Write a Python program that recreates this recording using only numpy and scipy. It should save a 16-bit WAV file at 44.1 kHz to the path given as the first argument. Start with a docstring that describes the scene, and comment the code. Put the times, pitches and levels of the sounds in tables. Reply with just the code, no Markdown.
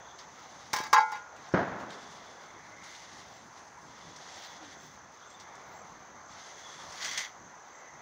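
"""A metal tool clatters down near a small hand-held microphone: blows and chatter set off its fading ring modes.
Close by, feet rustle and snap dry stalks (crackling noise), and something scrapes once across grit.
A heavy thud is a push of air and a boom with noisy echoes; narrow hisses, thin squeaks and a moan come and go.
Behind are a small gliding bird, a cricket in pure-toned strokes, an insect chorus of clicks through ringing
modes, and a traffic wash of slowly shifting noise."""
import sys
import numpy as np
from scipy import signal
from scipy.fft import rfft, irfft
from scipy.io import wavfile
from scipy.ndimage import uniform_filter1d

SR = 44100
rng = np.random.default_rng(int(sys.argv[2]) if len(sys.argv) > 2 else 0)


def store_pcm(level_fs):
    """Save levels as 16-bit WAV."""
    pcm = np.round(np.clip(level_fs, -1, 1) * 32767).astype(np.int16)
    wavfile.write(sys.argv[1], SR, np.atleast_2d(pcm).T)


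def natural_amplitude(level_db):
    """Convert a level in decibels to a linear amplitude factor, elementwise."""
    exponent = np.asarray(level_db, float) / 20
    return 10 ** exponent


N = 353241  # length in samples, about 8 s


def evened(x):
    """Scales a sound to rms 1."""
    return x / np.sqrt(np.mean(x ** 2) + 1e-20)


def read(points, hz):
    """Reads a spectrum table at the given frequencies, along a logarithmic pitch scale."""
    f, value = np.transpose(points)
    return np.interp(np.log(hz + 1), np.log(f + 1), value)


def curve(rows, count=1):
    """Reads one column of a timed table at every sample."""
    rows = np.array(rows)
    return np.interp(np.arange(N) / SR, rows[:, 0], rows[:, count])


def add(mix, s, sound):
    """Lays a sound into the mix at s seconds."""
    part = mix[round(s * SR):][:len(sound)]
    part += sound[:len(part)]


def filtered(x, points):
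    """Filters a sound by a spectrum table."""
    gain = natural_amplitude(read(points, np.fft.rfftfreq(x.shape[-1], 1 / SR)))
    return irfft(rfft(x) * gain, x.shape[-1])


def coloured(x, points):
    """Filters a sound by a spectrum table and brings it to rms 1."""
    return evened(filtered(x, points))


def grains(per_s, spread_db):
    """Random sparse clicks of either sign and uneven size, rms 1."""
    size_db = spread_db * np.minimum(rng.exponential(1, N), 5)
    clicks = natural_amplitude(size_db) * rng.choice([-1., 1.], N)
    return evened(clicks * (rng.random(N) < per_s / SR))


def lumps(db, size):
    """Random gain that wavers by db, smoothed twice over size samples."""
    smooth = uniform_filter1d(uniform_filter1d(rng.standard_normal(N), size), size)
    return natural_amplitude(db * evened(smooth))


def swells(rows):
    """Gain of overlapping swells (start_s, peak_s, end_s, level_db), summed in power."""
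    edge_db, cut_s = -5.5, 0.038  # level of start and end under the peak; time of the outer fades
    t = np.arange(N) / SR
    shape = natural_amplitude(np.array([-60, edge_db, 0, edge_db, -60]))
    power = 0
    for start, peak, end, db in rows:
        times = [start - cut_s, start, peak, end, end + cut_s]
        power = power + (natural_amplitude(db) * np.interp(t, times, shape, 0, 0)) ** 2
    return np.sqrt(power)


def narrow(x, hz, width_hz):
    """Noise around one pitch: x is smoothed to a slow signal, which then scales a sine; rms 1."""
    r = np.exp(-np.pi * width_hz / SR)
    slow = signal.lfilter([1], [1, -2 * r, r * r], x)
    return evened(slow * np.sin(2 * np.pi * hz * np.arange(N) / SR))


def push(db, hz, t60):
    """One dull fading pulse of pressure; a high-pass removes the steady part that air does not carry."""
    t = np.arange(4000) / SR
    pulse = natural_amplitude(db - 60 * t / t60) * np.sin(2 * np.pi * hz * t)
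    return signal.lfilter(*signal.butter(2, hz / 3, "high", fs=SR), pulse)


# Colour of the distant traffic: pitch_hz, level_db (per Hz)
TRAFFIC_COLOUR = [(18, -54), (45, -20), (131, -1), (499, -4.5), (801, 1), (1010, 1), (2010, -7),
                  (2540, -18), (2900, -20.5), (3580, -23), (4910, -24), (7000, -21.5), (8300, -52.5),
                  (13300, -47), (16000, -56)]
# Swell of the traffic roar: time_s, level_db
ROAR_SWELL = [(0, -52), (.35, -51.5), (.7, -53), (1.5, -50), (2.2, -51.5), (3.0, -52.5), (4.0, -52.5),
              (4.6, -51.5), (5.1, -54.5), (5.67, -49.5), (6.24, -52.5), (6.85, -49.5), (7.4, -53),
              (8.01, -51)]


def wash(patchy_db=1.5):
    """Traffic noise whose spectrum drifts in soft patches; the roar swells, the rumble wanders by chance."""
    rumble_db, rumble_wander_db = -62.5, 1.74
    hz = np.fft.rfftfreq(1024, 1 / SR)
    a, b, patches = rng.standard_normal((N // 256 + 5, 513, 3)).T
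    wander = evened(uniform_filter1d(patches[0], size=40))
    patches = uniform_filter1d(patches, size=10, axis=0)
    patches = evened(uniform_filter1d(patches, size=14, axis=1))
    spectrum = (a + 1j * b) * natural_amplitude(read(TRAFFIC_COLOUR, hz)[:, None] + patchy_db * patches)
    low = np.clip((500 - hz) / 200, 0, 1)[:, None]  # crossover from rumble to roar, 300 to 500 Hz

    def sound(weight):
        return evened(signal.istft(spectrum * weight, nperseg=1024, noverlap=768)[1][:N])

    roar = sound(1 - low)
    rumble = sound(low * natural_amplitude(rumble_wander_db * wander))
    return natural_amplitude(curve(ROAR_SWELL)) * roar + natural_amplitude(rumble_db) * rumble


# Ring modes of the insects' tymbals: pitch_hz, level_db, ring_s (time to fade by 60 dB)
TYMBAL_MODES = [(6060, 2.5, 0.0067), (6060, 3, 0.016), (6320, -2.5, 0.039), (6600, -2, 0.014),
                (7000, -16, 0.0063)]
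# Loudness of the chorus: time_s, level_db
CHORUS_LOUDNESS = [(0, -59.5), (.7, -61.5), (1.25, -62.5), (1.65, -65), (2.5, -63.5), (2.9, -61),
                   (3.3, -63.5), (3.75, -64.5), (4.3, -58.5), (5.15, -62.5), (6.15, -62), (6.55, -56),
                   (6.8, -57.5), (7.35, -60), (8.01, -60.5)]


def chorus(throb_hz=38.7, depth=0.16):
    """Many insects click their tymbals at random, ringing a few modes; a shared throb runs through it."""
    t, out = np.arange(1500) / SR, np.zeros(N)
    for hz, db, t60 in TYMBAL_MODES:
        onset = np.minimum(t / 0.00027, 1)
        ring = natural_amplitude(db - 60 * t / t60) * np.sin(2 * np.pi * hz * t) * onset
        out += signal.oaconvolve(grains(per_s=2500, spread_db=-1.5), ring)[:N]
    throb = 1 + depth * np.sin(2 * np.pi * throb_hz * np.arange(N) / SR)
    return natural_amplitude(curve(CHORUS_LOUDNESS)) * throb * evened(out)


# Cricket chirps: start_s, level_db (before a random waver)
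CRICKET_CHIRPS = [(.153, -70.5), (1.98, -68), (2.403, -81.5), (3.325, -66), (3.83, -69), (4.291, -60),
                  (4.775, -65), (5.271, -60.5), (5.739, -61.5), (6.259, -68), (6.694, -66), (7.728, -64.5)]


def cricket(hz=7530, stroke_hz=91, duty=0.69):
    """Eight wing strokes a chirp, each a short pure ring."""
    t, out = np.arange(round(8 * SR / stroke_hz)) / SR, np.zeros(N)
    strokes = np.sin(np.pi * np.minimum(t * stroke_hz % 1 / duty, 1)) ** .7
    rise = np.minimum(0.63 + t / 0.027, 1)  # the first stroke is weaker
    for s, db in CRICKET_CHIRPS:
        add(out, s, natural_amplitude(db) * strokes * rise * np.sin(2 * np.pi * hz * t))
    return out * lumps(1.7, size=60)


# Bird cheeps: start_s, length_s, start_hz, end_hz, level_db (at the peak)
BIRD_CHEEPS = [(5.218, 0.036, 3050, 3620, -58), (5.308, .02, 3290, 3450, -57),
               (5.339, 0.03, 3710, 3470, -54), (6.645, 0.033, 3510, 3280, -47)]


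def bird():
    """Short whistles that glide evenly in pitch and swell and fade."""
    out = np.zeros(N)
    for s, length, start_hz, end_hz, db in BIRD_CHEEPS:
        hz = np.linspace(start_hz, end_hz, round(length * SR))
        add(out, s, natural_amplitude(db) * np.hanning(len(hz)) * np.sin(2 * np.pi * np.cumsum(hz) / SR))
    return out


# Narrow rough bands: start_s, peak_s, end_s, level_db, centre_hz
HISS_BANDS = [(.0, .1, 0.15, -60, 3450), (1.9, 1.92, 2.6, -63.5, 3450), (2.4, 2.8, 3.04, -57, 2080),
              (3.938, 4.44, 4.9, -63.5, 3430), (4.254, 4.46, 5, -66, 2050), (5.2, 5.344, 5.6, -64.5, 3500),
              (5.402, 5.55, 5.56, -59.5, 2080), (6.304, 6.35, 6.3, -66, 3420), (6.4, 6.5, 6.65, -62, 2050),
              (6.553, 6.655, 6.9, -57.5, 3400), (7.07, 7.078, 7.25, -47, 3340),
              (7.073, 7.083, 7.1, -46, 5920), (7.174, 7.18, 7.25, -43, 2070), (7.7, 7.85, 9.8, -62.5, 2000)]


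def hiss(width_hz=250):
    """Each swell is dense clicks narrowed to a band around one pitch."""
    clicks = grains(per_s=3000, spread_db=1.5)
    out = np.zeros(N)
    for *swell, hz in HISS_BANDS:
        out += swells([swell]) * narrow(clicks, hz, width_hz)
    return out


# Thin squeaks, each one arch of pitch: start_s, length_s, start_hz, middle_hz, end_hz
SQUEAK_ARCHES = [(2.454, 0.058, 9000, 8900, 8900), (2.598, 0.19, 8900, 9400, 9050),
                 (5.58, .06, 9000, 9150, 9150), (5.74, 0.18, 9800, 9820, 9100)]


def squeaks(level_db=-85):
    """Faint pure tones on a parabola of pitch, with a random waver in level."""
    out = np.zeros(N)
    for s, length, *points_hz in SQUEAK_ARCHES:
        u = np.linspace(0, 1, round(length * SR))
        hz = np.polyval(np.polyfit([0, .5, 1], points_hz, 2), u)
        fade = np.sqrt(np.hanning(len(u)))
        add(out, s, natural_amplitude(level_db) * fade * np.sin(2 * np.pi * np.cumsum(hz) / SR))
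    return out * lumps(4.7, size=400)


# Path of the low moan: time_s, pitch_hz, level_db (rms)
MOAN_PATH = [(4.59, 288, -74), (4.612, 337, -57), (4.63, 310, -53.5), (4.692, 267, -62), (4.72, 270, -71)]


def moan():
    """One soft short tone that rises briefly, then mostly falls."""
    start, end = MOAN_PATH[0][0], MOAN_PATH[-1][0]
    fade = curve([(start - .02, 0), (start, 1), (end, 1), (end + 0.018, 0)])
    tone = np.sin(2 * np.pi * np.cumsum(curve(MOAN_PATH)) / SR)
    return np.sqrt(2) * fade * natural_amplitude(curve(MOAN_PATH, count=2)) * tone


# The thud and its returns from far walls: start_s, tail_db, push_db, push_hz
THUD_RETURNS = [(1.539, -25.5, -11, 350), (1.575, -30.5, -20, 300), (1.678, -44.5, -27, 780),
                (1.719, -40.5, -33, 614), (1.809, -46, -38, 930), (1.835, -54, -32, 1110)]
# Colour of the echoes: pitch_hz, level_db (per Hz)
THUD_COLOUR = [(25, -32), (70, -21), (110, -8.5), (199, -4.5), (464, -5), (549, -6), (630, -3.5), (911, -6),
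               (1220, -9), (1560, -7.5), (1970, -15), (2700, -28), (6760, -41), (8000, -60), (12000, -89)]
# How long the yard echoes: pitch_hz, fade_s (time to fade by 60 dB)
YARD_ECHO = [(60, 0.91), (160, 1.64), (420, 1.43), (1100, 1.62), (2900, 1.6), (7000, .2)]


def thud():
    """A low push and a boom, then lumpy reflections that die band by band in the yard."""
    out, t = np.zeros(N), np.arange(SR * 2) / SR
    for s, db, push_db, push_hz in THUD_RETURNS:
        echoes = grains(per_s=2500, spread_db=1.6)[:len(t)]
        hz, ts, z = signal.stft(coloured(echoes, THUD_COLOUR), SR, nperseg=512)
        decay = natural_amplitude(-60 * ts / read(YARD_ECHO, hz)[:, None])
        tail = signal.istft(z * decay, SR, nperseg=512)[1][:len(t)]
        early = 0.32 + natural_amplitude(-60 * t / 0.33)  # extra weight at the start
        add(out, s, natural_amplitude(db) * tail * np.minimum(t / 0.0011, 1) * early)
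        add(out, s, push(push_db, push_hz, t60=0.021))
    boom = np.sin(2 * np.pi * 190 * t) * natural_amplitude(-60 * t / 0.17) * np.minimum(t / 0.008, 1)
    add(out, THUD_RETURNS[0][0], natural_amplitude(-19.5) * boom)
    return out


# Pressure of the scrape: time_s, level_db
SCRAPE_PRESSURE = [(6.8, -80), (6.9, -59.5), (7.0, -45), (7.024, -37.5), (7.13, -39.5), (7.17, -42),
                   (7.178, -31.5), (7.204, -38), (7.25, -42.5), (7.33, -66), (7.36, -80)]
# Colour of the grit: pitch_hz, level_db (per Hz)
GRIT_COLOUR = [(275, -30), (537, -13.5), (977, -5), (1300, -7), (1750, -1.5), (2050, 3), (2400, -8),
               (2800, -10), (3350, -2.5), (3900, -8.5), (4600, -5), (5200, -12), (5950, -3), (7030, -10),
               (7960, -32), (11000, -29), (13000, -40), (16000, -38)]


def scrape():
    """Grit catching under a dragged edge: clicks and noise whose level follows the pressure."""
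    catches = grains(per_s=4000, spread_db=2.8) + 0.51 * rng.standard_normal(N)
    start, end = SCRAPE_PRESSURE[0][0], SCRAPE_PRESSURE[-1][0]
    inside = curve([(start - .02, 0), (start, 1), (end, 1), (end + .02, 0)])
    return inside * natural_amplitude(curve(SCRAPE_PRESSURE)) * coloured(catches, GRIT_COLOUR)


# Shuffles on dry ground: start_s, peak_s, end_s, crisp_db, body_above_crisp_db
SHUFFLES = [(.18, .19, 0.24, -73, 16), (.3, .41, 0.67, -70.5, 10.5), (0.507, 0.73, 1.2, -65, 4.5),
            (1.384, 1.466, 2.05, -74, 14), (1.78, 1.81, 3, -72, 3), (1.9, 1.905, 2.46, -67.5, 9),
            (2.457, 2.62, 3.2, -76, 9), (2.827, 2.847, 3.42, -66, 10), (2.9, 3.03, 4.8, -71, -9),
            (3.555, 3.582, 3.64, -67.5, 7.5), (3.67, 3.678, 3.4, -69, 12.5), (3.885, 4.14, 4.5, -71, 13.5),
            (4.22, 4.44, 4.57, -62.5, 9.5), (4.62, 4.64, 4.74, -67.5, 12), (4.803, 4.852, 4.95, -67, 6),
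            (5.0, 5.32, 6, -74.5, 6), (5.405, 5.41, 5.42, -72, 16), (5.604, 5.73, 5.17, -54, 12),
            (6.316, 6.491, 6.55, -64.5, 10), (6.576, 6.952, 7.22, -60, 6), (7.478, 7.5, 7.1, -77, 18),
            (7.7, 7.76, 6.7, -77, 6.5)]
# Colour of the crisp top: pitch_hz, level_db (per Hz)
CRISP_COLOUR = [(3000, -28), (5500, -3.5), (6500, -2), (7490, -9), (8060, -14.5), (9980, -16.5),
                (11200, -23), (12300, -34), (14000, -45)]
# Colour of the duller body: pitch_hz, level_db (per Hz)
BODY_COLOUR = [(880, -32), (1500, -7.5), (2020, 1), (2450, -10), (2950, -6), (3600, -3), (5070, -6.5),
               (5880, -7.5), (7000, -18), (9100, -61)]
# Colour of the fine fizz at the very top: pitch_hz, level_db (per Hz)
FIZZ_COLOUR = [(9000, -32), (11500, -12), (13000, -2), (16000, 2)]
# Puffs of fizz: peak_s, level_db
FIZZ_PUFFS = [(.42, -86), (1.81, -88), (2.9, -86), (3.32, -83), (4.45, -77), (4.87, -80), (5.41, -89),
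              (5.729, -80), (6.62, -85), (6.9, -83)]


def rustle():
    """Dense crackle of dry stalks: a crisp top, a duller body with a rough ring on it, and puffs of fizz."""
    lumps_db = 1.55  # it comes in uneven handfuls
    crisp_floor_db, body_floor_db, fizz_floor_db = -93, -68, -92.5  # always present under the swells
    fizz_half_s = .07  # half the length of a puff, without its fades
    crackle = grains(per_s=3000, spread_db=-1.0) + 0.67 * rng.standard_normal(N)
    crackle = crackle * lumps(lumps_db, size=1200)

    crisp = np.hypot(swells([row[:4] for row in SHUFFLES]), natural_amplitude(crisp_floor_db))
    body = swells([(a, p, b, db + above_db) for a, p, b, db, above_db in SHUFFLES])
    puffs = [(s - fizz_half_s, s, s + fizz_half_s, db) for s, db in FIZZ_PUFFS]
    fizz = np.hypot(swells(puffs), natural_amplitude(fizz_floor_db))

    out = crisp * lumps(lumps_db, size=3000) * coloured(crackle, CRISP_COLOUR)
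    out += np.hypot(body, natural_amplitude(body_floor_db)) * coloured(crackle, BODY_COLOUR)
    out += fizz * coloured(crackle, FIZZ_COLOUR)
    rough_ring = narrow(grains(per_s=1800, spread_db=3.5), hz=3450, width_hz=410)
    return out + natural_amplitude(-11) * body * rough_ring


# Twigs and grit snapping: start_s, peak_db, centre_hz
TWIG_SNAPS = [(0.1877, -41.5, 4800), (1.3613, -49, 2610), (1.488, -44.5, 6060), (1.5267, -45, 5330),
              (1.7996, -46, 2720), (1.9041, -38, 3600), (2.838, -43.5, 6550), (2.9494, -42.5, 3600),
              (3.68, -50, 5930), (4.1608, -42, 5770), (4.4467, -40, 3860), (4.6453, -44, 3400),
              (5.3025, -46, 6100), (5.3985, -43.5, 5800), (5.5524, -49, 6060), (6.79, -47, 6140),
              (6.922, -41, 5970), (7.021, -32, 4620), (7.046, -27.5, 5800), (7.0698, -34, 5940),
              (7.112, -28.5, 5900), (7.129, -33, 5760), (7.1752, -25, 6100), (7.218, -38, 6020)]


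def snaps():
    """Each snap is a broad tick with a short noisy ring near its centre."""
    t, out = np.arange(2500) / SR, np.zeros(N)
    fade = natural_amplitude(-60 * t / 0.039) + 0.54 * natural_amplitude(-60 * t / 0.24)  # a quick tick over a slower ring
    for s, db, hz in TWIG_SNAPS:
        colour = [(400, -30), (hz * 0.71, -12), (hz, 0), (hz * 1.4, -12),
                  (7600, -16), (9000, -28), (12000, -36), (16000, -46)]
        burst = coloured(rng.standard_normal(len(t)), sorted(colour))
        snap = burst * np.minimum(t / 0.00043, 1) * fade
        add(out, s, natural_amplitude(db) * snap / abs(snap).max())
    return out


# Ring modes of the metal tool, one value a mode: pitch_hz
MODE_HZ = [487, 831, 874, 953, 1032, 1069, 1161, 1341, 1425, 1630, 1685, 1870, 2059, 2225, 2248, 2375, 2600,
           2880, 3250, 3685, 3872, 4575, 4765, 5242, 5675, 5918, 6010, 6680, 7350, 8610, 9780, 11000]
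# Strength of each mode: level_db
MODE_DB = [-16, -6, -4.5, -12, -3.5, -3, -0.5, -12, -17, -2.5, -6, -4, -9, -10.5, -12, -15, -12, -16, -14,
           -14, -12, -16, -15.5, -18.5, -31, -17, -38, -18, -33, -49, -39, -47]
# Ring of each mode left free: ring_s (time to fade by 60 dB)
MODE_RING_S = [0.64, 0.47, 0.47, 0.53, 0.42, 0.094, 0.055, 0.48, 0.77, 0.47, 0.12, 0.055, 0.44, 0.6, 0.3,
               0.14, 0.083, 0.17, 0.2, 0.076, 0.08, 0.18, 0.14, 0.29, 0.085, 0.18, 0.11, .18, 0.11, 0.12,
               0.062, 0.06]
# Share of a touch's muting that each mode takes: share (0 to 1)
MODE_MUTED = [0.36, 0.75, 1, 0.66, 0.35, 0.66, 1., 0.28, 0.029, 0.87, 0.8, .8, 0.27, 0.25, 0.45, .8, .8, .8,
              .4, .8, .6, .6, .4, .7, .7, .8, .8, .8, .8, .8, .8, .8]


def tool_modes():
    """The metal's ways of vibrating, each a fading sine: their pitches, muted shares and one-second rings."""
    t = np.arange(SR) / SR
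    hz, db, t60, muted = np.array([MODE_HZ, MODE_DB, MODE_RING_S, MODE_MUTED])[:, :, None]
    sides = (-1) ** np.arange(len(hz))[:, None]  # neighbouring modes start in opposite directions
    onset = np.minimum(t / .0006, 1)
    return hz, muted, sides * natural_amplitude(db - 60 * t / t60) * np.sin(2 * np.pi * hz * t) * onset


# Blows on the tool: start_s, ring_db, favoured_hz, reach_octaves, crack_db
TOOL_BLOWS = [(0.7311, -30.5, 890, 0.83, -24.5), (.737, -26, 5500, 0.36, -27.5),
              (.762, -38, 6000, 0.77, -27.5), (.785, -44, 6000, .6, -33.5), (.803, -36.5, 1700, 0.13, -41),
              (.81, -34, 5200, 0.21, -40), (.835, -34, 6600, 0.46, -39), (.865, -53, 5200, 0.33, -43),
              (.929, -14.5, 1110, 0.58, -21), (.9425, -17, 1070, 0.52, -42), (.948, -17, 885, 0.28, -52),
              (.962, -19, 1100, 0.94, -57), (.979, -17, 885, 0.44, -42), (1.003, -18.5, 892, 0.042, -46),
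              (1.118, -29.5, 845, 0.29, -41.5), (1.155, -42, 1210, 0.64, -51)]
# Touches on the ground that mute the ring: start_s, muted_by_db (for a mode with share 1)
GROUND_TOUCHES = [(.802, 0.5), (.928, 5), (0.945, 23.5), (.961, 3), (0.992, 10), (1.05, 5), (1.117, 15),
                  (1.154, 9)]


def tool_ring(hz, muted, rings):
    """Each blow rings the modes near its favoured pitch; each touch mutes those that move where it lands."""
    t, modes = np.arange(SR) / SR, np.zeros((len(hz), SR * 5 // 2))
    for s, db, *blow in sorted(TOOL_BLOWS + GROUND_TOUCHES):
        at = round(s * SR)
        if blow:
            centre_hz, reach, _ = blow
            nearness = 1 / (1 + (np.log2(hz / centre_hz) / reach) ** 2)
            modes[:, at:at + SR] += natural_amplitude(db) * nearness * rings
        else:
            left = natural_amplitude(-max(db, 0) * np.clip(muted, 0, 1))
            modes[:, at:at + SR] *= left + (1 - left) * np.exp(-t / 0.0042)
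    return modes.sum(0)


# Colour of the crack of a blow: pitch_hz, level_db (per Hz)
CRACK_COLOUR = [(60, -34), (150, -22), (371, -12.5), (862, -1.5), (1660, -9), (2250, -5), (2500, -15),
                (4970, -9), (5860, -5.5), (8120, -22.5), (9800, -23), (11300, -34), (13000, -33),
                (16000, -31)]


def tool_cracks(t60=0.072):
    """Each blow also gives a short fading burst of noise."""
    t, out = np.arange(SR) / SR, np.zeros(N)
    for s, _, _, _, crack_db in TOOL_BLOWS:
        crack = coloured(rng.standard_normal(SR), CRACK_COLOUR) * np.minimum(t / 0.0012, 1)
        add(out, s, natural_amplitude(crack_db - 60 * t / t60) * crack)
    return out


# Bouts of chatter on the ground after a landing: start_s, length_s, level_db, change_db (over the bout)
CHATTER_BOUTS = [(0.734, 0.14, -65.5, -7), (0.929, 0.1, -52, -20.5), (1.12, 0.072, -70, -10)]


def tool_chatter(hz, rings, bright_db=2.5):
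    """Random small hits on the lying tool, with rings made shorter and brighter (bright_db an octave)."""
    t, bouts, out = np.arange(SR) / SR, np.zeros(N), np.zeros(N)
    for s, length, db, fade_db in CHATTER_BOUTS:
        u = np.arange(0, length, 1 / SR)
        edges = np.minimum(np.minimum(u, length - u) / 0.0036, 1)
        add(bouts, s, natural_amplitude(db + fade_db * u / length) * edges)
    # lying down shortens the ring
    for ring in rings * natural_amplitude(bright_db * np.log2(hz / 1000) - 60 * t / 0.16):
        out += signal.oaconvolve(bouts * grains(per_s=530, spread_db=3.0), ring)[:N]
    return out


# Dull knocks of the tool's handle on the ground: start_s, level_db (before fade and high-pass), pitch_hz
HANDLE_KNOCKS = [(0.734, -25, 227), (.803, -23.5, 386), (.93, -42, 460)]


def handle_knocks():
    """Each knock is one short push of air."""
    out = np.zeros(N)
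    for s, db, hz in HANDLE_KNOCKS:
        add(out, s, push(db, hz, t60=0.0077))
    return out


def tool():
    """The falling metal tool: ringing modes, noisy cracks, chatter on the ground and knocks of the handle."""
    hz, muted, rings = tool_modes()
    out = tool_cracks() + tool_chatter(hz, rings) + handle_knocks()
    add(out, 0, tool_ring(hz, muted, rings))
    return out


def scene():
    """All sources at one microphone."""
    background = wash() + chorus() + cricket() + bird()
    passing = hiss() + squeaks() + moan() + thud()
    near = scrape() + rustle() + snaps() + tool()
    return (background + passing + near)[None]


# Microphone colour (bass cut, port resonance, band edge): pitch_hz, gain_db
MIC_COLOUR = [(25, -4), (70, 4.5), (120, -0.5), (13700, 0), (14500, 6.5), (15300, 16.5), (15750, 7),
              (15900, -36)]


def microphone(dry):
    """The small microphone strengthens some pitches and weakens others."""
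    return filtered(dry, MIC_COLOUR)


def low_pass(x):
    """Removes everything above the highest recorded frequency."""
    return signal.sosfilt(signal.butter(12, 16950, fs=SR, output="sos"), x)


def record(dry):
    """The scene as the hand-held microphone takes it down."""
    heard = microphone(dry)
    return low_pass(heard)


dry = scene()
out = record(dry)
store_pcm(out)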